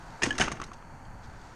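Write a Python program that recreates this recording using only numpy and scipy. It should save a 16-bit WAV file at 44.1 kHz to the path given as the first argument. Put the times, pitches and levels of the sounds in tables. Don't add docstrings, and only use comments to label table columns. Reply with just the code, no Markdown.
import sys
import numpy as np
from scipy import signal
from scipy.fft import rfft, irfft, next_fast_len
from scipy.io import wavfile
from scipy.ndimage import map_coordinates

SR = 44100
rng = np.random.default_rng(int(sys.argv[2]) if len(sys.argv) > 2 else 0)


def transcribe(u):
    v = np.clip(np.atleast_2d(u).T, -1, 1)
    q = np.round(v * 32767).astype(np.int16)
    wavfile.write(sys.argv[1], SR, q)


N = 68355
T = np.arange(N) / SR
RING_T = T[:SR // 3]


# start in seconds, ring, crack and sizzle levels in dB,
# chatter fade time in seconds, pitch multiplier. 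A fade time is how long a 60 dB drop takes.
METAL_HITS = [(0.2194, -27, -26.5, -54, 0.041, .97), (0.2225, -24.5, -28, -33, 0.045, .99),
              (0.2325, -17, -31, -24, 0.037, 1.02), (.2368, -28, -25.5, -25.5, 0.048, 1.0),
              (0.255, -37, -27.5, -37.5, 0.054, 1.01), (0.2621, -40, -26.5, -33.5, 0.025, 1.01),
              (.3515, -65, -40, -46.5, 0.078, 2.8), (.3810, -28, -32, -29.5, 0.03, 1.1),
              (0.3846, -36, -30.5, -31, 0.038, 1.1), (.3972, -27, -37, -31.5, 0.083, 1.0),
              (.4030, -43, -27.5, -34.5, 0.087, 1.0), (.4085, -29, -23.5, -26, 0.028, 1.04),
              (.4142, -21, -21, -27.5, 0.046, .88), (.4225, -25, -31.5, -34, 0.072, 1.0),
              (.4372, -38, -30, -41, 0.086, 1.1), (0.5214, -62, -33, -37, 0.029, 1.0),
              (.6380, -40, -42, -42.5, 0.038, 2.12), (.6630, -67, -65, -53, 0.032, 1.0),
              (0.733, -50, -53, -49, 0.048, 1.0), (1.052, -55.5, -62, -63, 0.027, 1.75)]
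# base pitch in Hz, relative level in dB, fade time in seconds.
METAL_TONES = [(909, -13, 0.045), (1660, -15, 0.018), (1798, 0.5, 0.032), (1946, -9, 0.055),
               (2444, -2, 0.031), (2748, -9, 0.051), (3320, -9.5, 0.028), (5184, -15, .03)]

def metal_parts():
    rings = place((start, amp(db) * ring(METAL_TONES, ratio)) for start, db, _, _, _, ratio in METAL_HITS)
    bursts = place((start, chatter(crack_db, sizzle_db, fade_s))
                   for start, _, crack_db, sizzle_db, fade_s, _ in METAL_HITS)
    return rings + bursts + shake(bursts, level_db=-9.5)


# frequency in Hz, relative level in dB.
CRACK_COLOUR = [(150, -18.5), (350, -0.5), (560, -7.5), (800, -2), (1500, -1.5), (2900, -5.5),
                (3900, -21.5), (8000, -30.5), (13000, -57)]
# frequency in Hz, relative level in dB.
SIZZLE_COLOUR = [(2000, -12), (3600, -2), (4400, -4.5), (5700, 0.5), (6500, -1), (7200, -7.5), (8700, -7.5),
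                 (11000, -24), (14000, -54)]
# base pitch in Hz, relative level in dB, fade time in seconds.
STEEL_TONES = [(6443, -5, 0.041), (6540, -7.5, 0.028)]

def chatter(crack_db, sizzle_db, fade_s):
    crack = amp(crack_db) * noise(CRACK_COLOUR, len(RING_T))
    sizzle = amp(sizzle_db) * noise(SIZZLE_COLOUR, len(RING_T))
    grains = unit(amp(1.5 * wobble(per_second=1800)))[:len(RING_T)]
    detune = 1 + 0.0081 * rng.normal()
    steel = amp(sizzle_db) * ring(STEEL_TONES, detune)
    return (crack + sizzle) * grains * fade(fade_s, rise_s=0.00044) + steel


# start in seconds, level in dB, change in dB for the upper tones and tick.
LEVER_HITS = [(0.3065, -19.5, -2), (0.3268, -25, -6.5), (0.4158, -24, -18)]
# pitch in Hz, relative level in dB, fade time in seconds.
LEVER_TONES = [(1703, -1, 0.073), (2947, 3, 0.016), (3170, -8.5, 0.029)]

def lever():
    pings = []
    for start, db, bright_db in LEVER_HITS:
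        low = ring(LEVER_TONES[:1])
        upper = ring(LEVER_TONES[1:])
        tick = chatter(crack_db=-7.5, sizzle_db=-10.5, fade_s=0.018)
        pings.append((start, amp(db) * (low + amp(bright_db) * (upper + tick))))
    return place(pings)


# start in seconds, level in dB.
STAND_HITS = [(0.4113, -26), (0.4134, -13)]
# pitch in Hz, relative level in dB, fade time in seconds.
STAND_TONES = [(1573, 0.5, 0.026), (2997, -0.5, 0.02)]

def stand():
    return place((start, amp(db) * ring(STAND_TONES)) for start, db in STAND_HITS)


# start in seconds, level in dB, pitch multiplier.
FRAME_HITS = [(0.2222, -33, 1.72), (0.2315, -24, 1.245), (0.2383, -26, 1.7), (0.2612, -31, 1.23),
              (.2710, -26, 1.3), (.2960, -38, 1.12), (.3990, -18.5, 1.03), (.4110, -23, 0.93),
              (0.427, -30, 0.977), (0.519, -29.5, 0.7), (0.619, -37, 1.03), (.6900, -38.5, 1.03)]
# base pitch in Hz, relative level in dB, fade time in seconds.
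FRAME_TONES = [(67.4, -9, 0.084), (137.6, -10, 0.046), (211, -0.5, 0.044), (379, -11, 0.047)]
# pitch in Hz, relative level in dB, fade time in seconds.
HOLLOW_TONES = [(684, -6, 0.042), (758, -12, 0.047)]

def frame(hard_hit_db=-20):
    thuds = []
    for start, db, ratio in FRAME_HITS:
        thud = ring(FRAME_TONES, ratio)
        hollow = amp(db - hard_hit_db) * ring(HOLLOW_TONES)
        thuds.append((start, amp(db) * (thud + hollow)))
    hits = place(thuds)
    return hits + shake(hits, level_db=-10.5)


# start in seconds, then ring, crack and sizzle levels in dB.
PANEL_HITS = [(0.3857, -26, -41, -48), (0.477, -28, -35.5, -47), (0.481, -21.5, -26.5, -41),
              (0.5166, -26.5, -31, -31.5), (0.570, -53, -42, -56), (.5990, -27.5, -35, -48),
              (0.6155, -27, -32.5, -38.5), (0.621, -32, -40.5, -63), (0.6319, -58, -36, -64),
              (0.6818, -41, -46, -69), (0.7158, -33.5, -47.5, -57), (0.824, -46, -52, -65.5)]
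# pitch in Hz, relative level in dB, fade time in seconds.
PANEL_TONES = [(332, -6, 0.03), (1026, -8.5, 0.019), (1146, 0.5, 0.019), (1330, -5, 0.018)]

def panels():
    knocks = place((start, amp(db) * ring(PANEL_TONES) + chatter(crack_db, sizzle_db, fade_s=0.027))
                   for start, db, crack_db, sizzle_db in PANEL_HITS)
    return knocks + shake(knocks, level_db=-24.0)


# frequency in Hz, fade time in seconds.
SHAKE_FADES = [(150, 0.57), (500, 0.55), (1500, 0.39), (5000, 0.31), (12000, 0.18)]

def shake(hits, level_db, taps_per_second=700, rise_s=0.0074):
    t = T[:SR // 2]
    taps = rng.standard_normal(len(t)) * (rng.random(len(t)) < taps_per_second / SR)
    taps *= 1 - np.exp(-t / rise_s)
    hz, seconds, bands = signal.stft(taps, SR, nperseg=256)
    decay = np.exp(-np.log(1000) * seconds / value_at(SHAKE_FADES, hz)[:, None])
    _, tail = signal.istft(bands * decay, SR, nperseg=256)
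    tail /= np.linalg.norm(tail)
    return amp(level_db) * signal.fftconvolve(hits, tail)[:N]


# loudest moment in seconds, level in dB, rough half length in seconds.
GRIT_SCUFFS = [(0.125, -60, 0.13), (1.246, -57.5, 0.013), (1.467, -62, 0.15)]
# frequency in Hz, relative level in dB.
GRIT_COLOUR = [(800, -2), (1500, -6), (2800, -10.5), (3700, -5), (4700, -7.5), (5800, -7.5), (7500, -13),
               (10000, -32), (14000, -49)]

def scuffs():
    swells = sum(amp(db) * np.exp(-.5 * ((T - peak_s) / half_s) ** 2)
                 for peak_s, db, half_s in GRIT_SCUFFS)
    grit = noise(GRIT_COLOUR, N) * amp(2.3 * wobble(per_second=400))
    return swells * unit(grit)


# frequency in Hz, relative level in dB.
WIND_COLOUR = [(12, 0.5), (22, 1), (44, 2), (76, -7.5), (110, -2.5), (240, -12), (480, -57.5)]
# time in seconds, level in dB before the random gusts.
WIND_LEVELS = [(0, -46), (.2, -50.5), (.42, -42.5), (.62, -49), (.85, -48), (1.1, -45), (1.35, -46),
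               (1.55, -50)]

def wind():
    level_db = np.interp(T, *np.transpose(WIND_LEVELS))
    gusts_db = 1.8 * wobble(per_second=14.92)
    return amp(level_db + gusts_db) * noise(WIND_COLOUR, N)


# frequency in Hz, relative level in dB.
RUSH_COLOUR = [(150, -21), (290, -4.5), (400, -9.5), (600, -7), (900, -0.5), (1130, -9), (1500, -6.5),
               (2100, -15.5), (3000, -25), (3850, -33.5), (4550, -19), (5000, -34.5), (5600, -27),
               (6050, -28), (6500, -24), (7400, -30), (9300, -32.5), (10500, -44), (12500, -39),
               (14000, -75)]
# time in seconds, level in dB before the slight flutter.
RUSH_LEVELS = [(0, -49), (.2, -47.5), (.8, -52), (1.55, -51)]

def distant_rush():
    level_db = np.interp(T, *np.transpose(RUSH_LEVELS))
    flutter_db = 0.26 * wobble(per_second=12.2)
    return amp(level_db + flutter_db) * noise(RUSH_COLOUR, N)


def ring(tones, ratio=1, scatter_db=2.5):
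    sound = 0
    for k, (hz, db, fade_s) in enumerate(tones):
        gain = (-1) ** k * amp(db + scatter_db * rng.normal())
        sound += gain * fade(fade_s, rise_s=0.00084) * np.sin(2 * np.pi * hz * ratio * RING_T)
    return sound


def fade(fade_s, rise_s):
    return np.exp(-np.log(1000) * RING_T / fade_s) * (1 - np.exp(-RING_T / rise_s))


def noise(colour, size):
    padded = next_fast_len(size + 8192)
    gains = amp(value_at(colour, np.fft.rfftfreq(padded, 1 / SR)))
    spectrum = rfft(rng.standard_normal(padded))
    return unit(irfft(spectrum * gains, padded)[:size])


def wobble(per_second):
    return map_coordinates(rng.standard_normal(4096), [T * per_second], mode="wrap")


def value_at(table, hz):
    row_hz, values = np.transpose(table)
    return np.interp(np.log(hz + 1), np.log(row_hz + 1), values)


def amp(db):
    return 10 ** (np.asarray(db) / 20)


def unit(x):
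    return x / np.sqrt(np.mean(x ** 2) + 1e-20)


def place(events):
    track = np.zeros(N + SR)
    for start, sound in events:
        track[round(start * SR):][:len(sound)] += sound
    return track[:N]


def scene():
    bike = metal_parts() + lever() + stand() + panels() + frame()
    return (bike + scuffs() + distant_rush() + wind())[None]


def record(dry):
    top_hz = 14200
    padded = next_fast_len(N + 8192)
    kept = np.fft.rfftfreq(padded, 1 / SR) < top_hz
    return irfft(rfft(dry, padded) * kept, padded)[:, :N]


dry = scene()
out = record(dry)
transcribe(out)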